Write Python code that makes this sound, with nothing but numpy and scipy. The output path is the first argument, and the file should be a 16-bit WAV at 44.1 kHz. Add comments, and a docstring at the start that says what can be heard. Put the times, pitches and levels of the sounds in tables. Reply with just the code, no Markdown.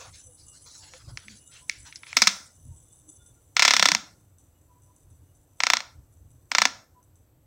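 """A thin bearing whirr and the rustle of a hand come first: a hand spinner runs down in a small hard room while
a hollow plastic block is brought up. After light taps, the lobes rattle four times against the block's edge in
slowing trains of sharp clacks. Clacks are noise chatter through block modes, a hollow thud and room echoes; the
whirr is gritty noise through race modes; rustle, rumble and hiss are coloured noise; faint sine tones come and go.
A phone held close suppresses noise, limits and clips."""
import sys
import numpy as np
from scipy import signal
from scipy.fft import rfft, irfft, next_fast_len
from scipy.io import wavfile
from scipy.ndimage import uniform_filter1d, minimum_filter1d, map_coordinates

SR = 44100
rng = np.random.default_rng(int(sys.argv[2]) if len(sys.argv) > 2 else 0)


def master_out(mix):
    """Clip the mix to full scale and print it as 16-bit PCM to the path in sys.argv[1]."""
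    frames = np.transpose(np.atleast_2d(mix))
    ceiling = np.clip(frames, -1, 1)
    pcm = np.round(ceiling * 32767).astype(np.int16)
    wavfile.write(sys.argv[1], SR, pcm)


N = 328986
BLOW_SAMPLES = 4096

# resonances of the plastic block: pitch_hz [Hz], width_hz [Hz], level_db [dB, relative]
BLOCK_MODES = [(743, 10, -12.5), (944, 130, -7), (1378, 110, 1.5), (1744, 67, -3.5), (2080, 180, -8),
               (2680, 120, -11), (3554, 320, -6), (4216, 67, -2.5), (5265, 560, -5), (6390, 690, -4.5),
               (7530, 1100, -9.5), (9000, 820, -14.5), (10900, 33, -29.5), (15600, 500, -22.5)]


def amp(db):
    """dB to gain."""
    return 10 ** (np.asarray(db) / 20)


def unit(x):
    """Scaled to rms 1."""
    return x / np.sqrt(np.mean(x ** 2) + 1e-20)


def along(points, hz):
    """(Hz, value) points read on a log frequency axis."""
    f, v = np.transpose(points)
    return np.interp(np.log(hz + 1), np.log(f + 1), v)


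def curves(rows, t):
    """Each column after the time, read at times t."""
    s, *cols = np.transpose(rows)
    return [np.interp(t, s, c) for c in cols]


def wobble(rate):
    """A smooth random curve, rate knots a second."""
    knots = rng.standard_normal(int(N * rate / SR) + 4)
    return map_coordinates(knots, [np.arange(N) * rate / SR])


def filtered(x, response):
    """x times a complex response of frequency."""
    m = next_fast_len(len(x) + 8192)
    return irfft(rfft(x, m) * response(np.fft.rfftfreq(m, 1 / SR)), m)[:len(x)]


def causal(gain):
    """The minimum-phase response with this gain, by folding the cepstrum."""
    cepstrum = irfft(np.log(np.maximum(gain, 1e-6)))
    half = len(cepstrum) // 2
    cepstrum[1:half] *= 2
    cepstrum[half + 1:] = 0
    return np.exp(rfft(cepstrum))


def modes(table, f):
    """Sum of resonances with alternating sign."""
    return sum((-1) ** k * amp(db) * 1j * f * width / (centre * centre - f * f + 1j * f * width)
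               for k, (centre, width, db) in enumerate(table))


def noise(spectrum):
    """Coloured noise of rms 1."""
    return unit(filtered(rng.standard_normal(N), lambda hz: amp(along(spectrum, hz))))


def patchy(x, depth_db, tall, long):
    """Random gain patches, tall bands high and long frames long."""
    z = signal.stft(x, nperseg=512)[2]
    field = uniform_filter1d(rng.standard_normal(z.shape), size=tall, axis=0)
    field = uniform_filter1d(field, size=long, axis=1)
    return signal.istft(z * amp(depth_db * unit(field)), nperseg=512)[1][:N]


def clacks():
    """Each lobe strikes once, then chatters along the edge; block, hollow air and walls answer every blow."""
    reach_m = .22  # block to phone
    out, t = np.zeros(N + SR), np.arange(BLOW_SAMPLES) / SR
    hz = np.fft.rfftfreq(BLOW_SAMPLES, 1 / SR)
    strike = causal(1.23 * amp(along([(8000, 6.7), (13000, 0)], hz)))  # first contact, weaker at the top
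    habit, bumps_db = rng.standard_normal(BLOW_SAMPLES), 4 * rng.standard_normal(BLOW_SAMPLES)
    for s, db, treble_db, thud_db, body_db, panel_db, t60 in blows():
        push = 2.4 * chatter(t, habit, bumps_db, t60) + strike
        body = block_response(hz, db, treble_db, body_db, panel_db)
        blow = irfft(push * body * bending_lag(hz))
        blow *= amp(db + 3.0) / np.abs(blow).max()
        thud = hollow_thud(t, db + thud_db - 2.5)
        # the room is fed the smooth block colour at the blow's energy, plus the thud
        smooth = irfft(body)
        smooth *= np.linalg.norm(blow) / np.linalg.norm(smooth)
        wet = signal.fftconvolve(thud + smooth, room_tail())
        wet[:BLOW_SAMPLES] += blow + thud
        at = round((s + reach_m / 343) * SR)
        out[at:at + len(wet)] += wet
        # a short noise swells for 250 samples before each blow
        swell = unit(irfft(rfft(rng.standard_normal(BLOW_SAMPLES)) * body))[:250]
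        out[at - 250:at] += amp(min(db, 0) - 27.5) * swell * np.linspace(0, 1, 250) ** 2
    return out[:N]


def blows():
    """Contacts as (start_s, peak_db, treble_db, thud_db, body_db, panel_db, chatter_t60_s), dB before fixed offsets."""
    # light touches while the block comes near: start_s [s], peak_db, treble_db, body_db, panel_db
    # [dB, before the offsets inside a blow], chatter_t60_s [s]
    taps = [(0.936, -37, -16, -15, -14, 0.057), (1.173, -21.5, -11, -29.5, -11, 0.013),
            (1.282, -33.5, -22.5, -32.5, -9, 0.026), (1.696, -11, -7.5, -40, -2, 0.007),
            (1.925, -34, -15.5, -36, -9.5, 0.037), (1.958, -25.5, 3, -39.5, -20.5, 0.037),
            (2.033, -33, -21.5, -23.5, -6.5, .038), (2.067, -38, -18, -23, -8.5, .039),
            (2.129, -24, -12.5, -20, 1.5, 0.013)]
    # the block is pressed into the lobes and every blow slows them: first_s [s], first_gap_s [s],
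    # gap_growth_s [s per gap], treble_db, body_db, thud_db [dB, before the offsets inside a blow],
    # chatter_t60_s [s], list of peak_db [dB, likewise]
    trains = [(2.1682, .0506, .002, -7, -23, -35, .028, [5, 8.5, 5.5]),
              (3.5669, .0274, .00033, -12, -23, -47, .045, [-3.5, 1, 6.5, 5, 6, 4, 4, 1, 2, 3, 2.5, .5, .5, -1.5]),
              (5.6036, .0318, .00065, -12.5, -19, -43, .023, [-10, -3.5, -4, -1.5, -1, -7, -20]),
              (6.5165, .0332, .00065, -12, -18, -35, .026, [-11, -3.5, -1, -.5, -1])]
    tap_thud_db, first_panel_db = -44.5, -12.5  # before the offsets inside a blow
    panel_damps_db, thud_builds_db = 2.53, 1.71  # per blow, as the hand presses on
    chatter_shrinks = 0.92  # t60 factor per blow
    rows = [(s, db, treble_db, tap_thud_db, body_db, panel_db, t60)
            for s, db, treble_db, body_db, panel_db, t60 in taps]
    for first, gap, longer, treble_db, body_db, thud_db, t60, peaks_db in trains:
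        for k, db in enumerate(peaks_db):
            s = first + k * gap + longer * k * (k - 1) / 2
            rows.append((s, db, treble_db, thud_db + thud_builds_db * k, body_db,
                         first_panel_db - panel_damps_db * k, t60 * chatter_shrinks ** k))
    return rows


def chatter(t, habit, bumps_db, t60):
    """Spectrum of decaying contact noise, part repeated at every blow as lobe and edge keep their shape."""
    new_part = 0.73  # against 1 of the repeating part
    contact = habit + new_part * rng.standard_normal(BLOW_SAMPLES)
    spectrum = rfft(contact * amp(-60 * t / max(t60, .004) + bumps_db))
    # hard contacts: an even, white push
    power = uniform_filter1d(np.abs(spectrum) ** 2, size=29)
    return spectrum * causal(1 / np.sqrt(power))


def block_response(hz, db, treble_db, body_db, panel_db):
    """Block modes at slightly new strengths, the panel mode and a broad crack, tilted by the blow."""
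    # broad colour of a blow: pitch_hz [Hz], level_db [dB per Hz, relative]
    crack = [(71, -60), (120, -22.5), (232, -15), (330, -20.5), (410, -27), (520, -8), (720, -3),
             (1210, -11.5), (1390, -14), (2100, -1), (2980, -4.5), (5540, 10), (10100, -30), (15500, -38.5),
             (16500, -38)]
    # the face next to the struck edge: pitch_hz [Hz], width_hz [Hz], level_db [dB, relative]
    panel_mode = (2250, 250, 0)
    soft_dulls = 0.1  # dB lost at the top per dB that a blow is weak
    ring = [(centre, width, level + rng.normal(0, 1.4)) for centre, width, level in BLOCK_MODES]
    panel = amp(panel_db + 9.5) * np.abs(modes([panel_mode], hz))
    tilt_db = along([(100, body_db + 6), (350, body_db + 24.0), (900, body_db + 17.5),
                     (1800, 0.0049), (3500, 0.011), (5000, treble_db + 3.0), (7000, treble_db + 4.5),
                     (11000, treble_db + 2.5 + soft_dulls * min(db, 0))], hz)
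    colour = np.abs(modes(ring, hz)) + panel + 0.48 * amp(along(crack, hz))
    return causal(amp(tilt_db) * colour)


def bending_lag(hz):
    """Low bending waves cross the block slowly, so the bottom of a blow arrives late."""
    lag_s, lag_hz = .03, 200  # delay at the bottom; a quarter of it at this pitch
    return np.exp(2j * np.pi * lag_s * lag_hz * (lag_hz / (hz + lag_hz) - 1))


def hollow_thud(t, level_db):
    """The air inside the block: a decaying sine, its pitch shifted by the grip from blow to blow."""
    hollow_hz, spread, decay_db_per_s = 236, .15, 680  # spread in natural log of pitch
    hz = hollow_hz * np.exp(rng.normal(0, spread))
    fade_in = np.clip(t / .006, 0, 1)
    return amp(level_db - decay_db_per_s * t) * np.sin(2 * np.pi * hz * t) * fade_in


def room_tail():
    """First walls, then a diffuse tail in which each frequency dies at its own speed."""
    # first echoes: delay_s [s], level_db [dB]
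    walls = [(.012, -33.5), (0.016, -22.5), (.024, -29.5)]
    # reverberation: pitch_hz [Hz], t60_s [s]
    decay = [(200, 1), (1000, 0.47), (3000, 0.31), (6000, 0.42), (12000, 0.61)]
    hz, t, z = signal.stft(rng.standard_normal(24000), SR, nperseg=256)
    z = z * amp(-60 * t / along(decay, hz)[:, None]) * np.clip(t / 0.0022, 0, 1)
    tail = signal.istft(z, SR, nperseg=256)[1]
    tail *= amp(-15.0) / np.linalg.norm(tail)
    for s, db in walls:  # uneven walls smear each echo over several ms
        smear = rng.standard_normal(300) * np.hanning(300)
        tail[round(s * SR):][:300] += amp(db) * smear / np.linalg.norm(smear)
    return tail


def bearing():
    """Dense uneven ball contacts with sparse harder ones ring the steel race; now and then a ball catches."""
    # whirr running down: time_s [s], level_db [dB, before the 1.7 gain]
    whirr = [(0, -59.5), (.16, -59), (.7, -60), (1.2, -61), (1.35, -59), (1.7, -59.5), (2.5, -61),
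             (3.1, -62.5), (3.5, -67.5), (4.2, -69.5), (4.35, -76), (4.8, -72.5), (4.85, -70.5),
             (5.55, -73), (6.1, -74.5), (6.5, -72), (6.9, -79), (7.46, -83)]
    # modes of race and body: pitch_hz [Hz], width_hz [Hz], level_db [dB, relative]
    race_modes = [(1000, 110, -17.5), (1390, 80, -27), (2895, 80, -17.5), (3630, 190, -18), (6030, 150, -4),
                  (6330, 150, -6.5), (7160, 140, -5), (7760, 180, -2.5), (8030, 190, -2.5),
                  (8550, 380, -11), (9370, 250, -6.5), (10010, 300, -6)]
    # a ball catches in the race: start_s [s], peak_db [dB]
    ticks = [(0.24, -46), (0.4828, -39), (0.617, -44), (0.7769, -45.5), (2.7614, -47), (2.8834, -47),
             (3.0899, -40.5), (3.1218, -43.5), (3.262, -42), (4.3839, -42), (4.4387, -55), (4.613, -53.5),
             (4.8208, -50), (4.9631, -45), (5.1019, -51.5), (5.3502, -50), (5.57, -52), (6.124, -54),
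             (6.3047, -51.5), (7.028, -49), (7.1554, -48)]
    # the whirr flares after a catch and calms again: dB against the catch's peak (before the 1.7 gain), s
    flare_db, flare_t60_s = -21, .25
    now = np.arange(N) / SR
    level = amp(curves(whirr, now)[0])
    for s, db in ticks:
        level += amp(db + flare_db - 60 * np.abs(now - s) / flare_t60_s) * (now > s)
    grit = rng.standard_normal(N) * amp(1.7 * wobble(420) + 0.88 * wobble(34))
    # about 70 harder contacts a second, each a short decay
    hard = np.convolve(rng.random(N) < 70 / SR, amp(-60 * np.arange(400) / 500))[:N]

    def race(f):
        return modes(race_modes, f)

    ringing = filtered(grit * (1 + .8 * hard), race)
    out = 1.7 * level * unit(patchy(ringing, 2, tall=2, long=16))
    t = np.arange(1500) / SR
    for s, db in ticks:
        tick = filtered(rng.standard_normal(1500) * amp(-60 * t / 0.007), race)
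        out[round(s * SR):][:1500] += amp(db) * tick / np.abs(tick).max()
    return out


def rustle():
    """Fingers slide on the block: patchy friction noise in three colours, partly through the block modes."""
    # strokes: start_s [s], length_s [s], high_db, middle_db, low_db [dB, before the block colours them]
    strokes = [(0, 0.11, -48, -50.5, -47.5), (0.122, 0.1, -47.5, -51.5, -61.5),
               (0.366, 0.14, -53.5, -67, -73.5), (0.526, 0.16, -53.5, -67.5, -66.5),
               (0.651, 0.43, -47.5, -63, -61.5), (0.817, .1, -59, -51, -56.5),
               (0.943, 0.13, -59.5, -57, -63), (1.072, 0.083, -55, -64, -54.5),
               (1.168, 0.2, -58.5, -57, -62), (1.282, 0.11, -49.5, -53.5, -71),
               (1.507, 0.15, -51.5, -52, -60), (1.69, 0.15, -53.5, -52, -61),
               (1.846, 0.063, -46, -44.5, -54), (1.94, 0.075, -64.5, -52, -75),
               (2.054, 0.23, -53, -49, -59)]
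    # colours high, middle, low, each of: pitch_hz [Hz], level_db [dB per Hz, relative]
    skin = [
        [(3000, -43.5), (4000, 1), (7000, 1), (8500, -23), (11000, -29.5), (15500, -18.5)],
        [(1100, -44.5), (1500, 4), (4000, 2), (4800, -37.5)],
        [(300, -33), (450, 4.5), (1500, 2), (1900, -37)],
    ]
    attack_s, fade_db = .02, 13.5  # rise; loss over the length of a stroke
    t = np.arange(N) / SR
    power = np.zeros((3, N))
    for s, length, *levels_db in strokes:
        rise = np.clip((t - s) / attack_s + (s == 0), 0, 1)  # a stroke at 0 is already under way
        fade = amp(-fade_db * np.clip((t - s) / length, 0, 5) ** 2)
        power += np.outer(amp(levels_db), rise * fade) ** 2
    rub = sum(gain * noise(colour) for gain, colour in zip(np.sqrt(power), skin))
    rub = filtered(rub * amp(2.1 * wobble(55)), lambda f: 0.46 + 0.44 * np.abs(modes(BLOCK_MODES, f)))
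    return patchy(rub, 3.5, tall=4, long=12)


def peeps():
    """Faint narrow tones that swell and fade, wavering in level and phase."""
    # tones: middle_s [s], length_s [s], pitch_hz [Hz], level_db [dB, before the flicker]
    tones = [(0.296, 0.069, 502, -62), (0.52, .12, 2857, -69), (0.62, 0.72, 1210, -75.5),
             (0.835, 0.13, 875, -63), (0.953, 0.034, 525, -51), (1.094, 0.019, 570, -49.5),
             (1.309, .08, 206.7, -49), (1.456, .12, 2900, -69.5), (1.508, 0.024, 1380, -59.5),
             (1.64, 0.07, 1013, -63.5), (2.727, 0.072, 925, -63.5), (2.905, 0.093, 3510, -70),
             (3.065, 0.067, 310, -55.5), (3.18, 0.058, 2920, -73.5), (3.22, 0.2, 3515, -70.5),
             (3.242, 0.12, 1411, -70), (3.38, .05, 1400, -68.5), (4.755, 0.13, 990, -64),
             (4.903, 0.092, 990, -67.5), (4.579, .06, 2900, -77), (5.306, 0.054, 2900, -74),
             (6.402, 0.057, 480, -61.5), (6.991, 0.058, 995, -60.5)]
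    out, t = np.zeros(N), np.arange(N) / SR
    flicker_db, waver_rad = 4 * wobble(45), 1.1 * wobble(40)
    for s, length, hz, db in tones:
        near = slice(max(0, int((s - length) * SR)), int((s + length) * SR))
        swell = amp(db + flicker_db[near]) * np.exp(-(2 * (t[near] - s) / length) ** 2)
        out[near] += swell * np.sin(2 * np.pi * hz * t[near] + waver_rad[near])
    return out


def background():
    """Low noise swells as the hand shifts on the phone, over a steady room and microphone hiss."""
    # bumps of handling rumble: middle_s [s], length_s [s], level_db [dB]
    bumps = [(0.112, 0.087, -53.5), (.29, 0.048, -57.5), (0.478, 0.046, -59.5), (1.116, .12, -43.5),
             (1.318, 0.095, -71), (1.81, 0.071, -55), (2.691, 0.11, -44), (2.812, 0.09, -61.5),
             (3.228, 0.084, -65), (3.326, 0.033, -57), (5.098, 0.11, -54), (5.227, 0.06, -58),
             (6.011, .09, -53), (6.266, 0.18, -54.5), (7.121, 0.082, -69), (7.369, 0.041, -60)]
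    # colour of the rumble: pitch_hz [Hz], level_db [dB per Hz, relative]
    grip = [(12, -53.5), (20, -13), (87, 4.5), (128, -1), (184, -21), (300, -20.5), (400, -41), (520, -64),
            (880, -120)]
    # colour of the hiss: pitch_hz [Hz], level_db [dB per Hz, relative]
    air = [(88, -26.5), (150, -2), (194, -16.5), (293, -3), (409, -11.5), (488, -9), (2130, -27.5),
           (6810, -32), (7810, -24.5), (10700, -37.5), (12000, -18.5), (14000, -32.5), (15400, -25),
           (16500, -41)]
    rest_db, rest_wanders_db, air_db = -62.5, 2, -63  # rumble between the bumps, its wandering; hiss
    t = np.arange(N) / SR
    level = amp(rest_db + rest_wanders_db * wobble(26))
    for s, length, db in bumps:
        level += amp(db) * np.exp(-(2 * (t - s) / length) ** 2)
    rumble = level * unit(noise(grip) * amp(0.6 * wobble(14)))
    hiss = amp(air_db) * patchy(noise(air), 1.0, tall=2, long=20)
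    return rumble + hiss


def suppress(x, margin_db, depth_db, from_hz):
    """Noise suppressor: turns down what does not rise above the median power of its band."""
    hz, _, z = signal.stft(x, SR, nperseg=512, noverlap=384)
    power = uniform_filter1d(np.abs(z) ** 2, size=2, axis=0)
    power = np.abs(uniform_filter1d(power, size=11, axis=1)) + 1e-20
    usual = np.median(power, axis=1)[:, None] * amp(2 * margin_db) * (hz[:, None] > from_hz)
    gain = np.sqrt(np.clip(1 - usual / power, 0, 1)) + amp(depth_db)
    return signal.istft(z * np.minimum(gain, 1), SR, nperseg=512, noverlap=384)[1][:N]


def limit(x, top):
    """Fast limiter: the gain dips just ahead of each peak above top."""
    need = np.minimum(1, top / (np.abs(x) + 1e-9))
    return x * uniform_filter1d(minimum_filter1d(need, size=81), size=41)


def scene():
    """All sources at the microphone."""
    return (clacks() + rustle() + bearing() + peeps() + background())[None]


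def record(dry):
    """The phone suppresses noise, limits the blows, clips what still overshoots and cuts the top."""
    ceiling, headroom_db = .87, 2.5  # of full scale; what the limiter lets past it
    knee, top_hz = 13, 16200  # hardness of the clipping; band limit
    quiet = suppress(dry[0], margin_db=4.3, depth_db=-5.5, from_hz=200)
    limited = limit(quiet, ceiling * amp(headroom_db))
    clipped = limited / (1 + np.abs(limited / ceiling) ** knee) ** (1 / knee)
    return filtered(clipped, lambda hz: hz < top_hz)[None]


dry = scene()
out = record(dry)
master_out(out)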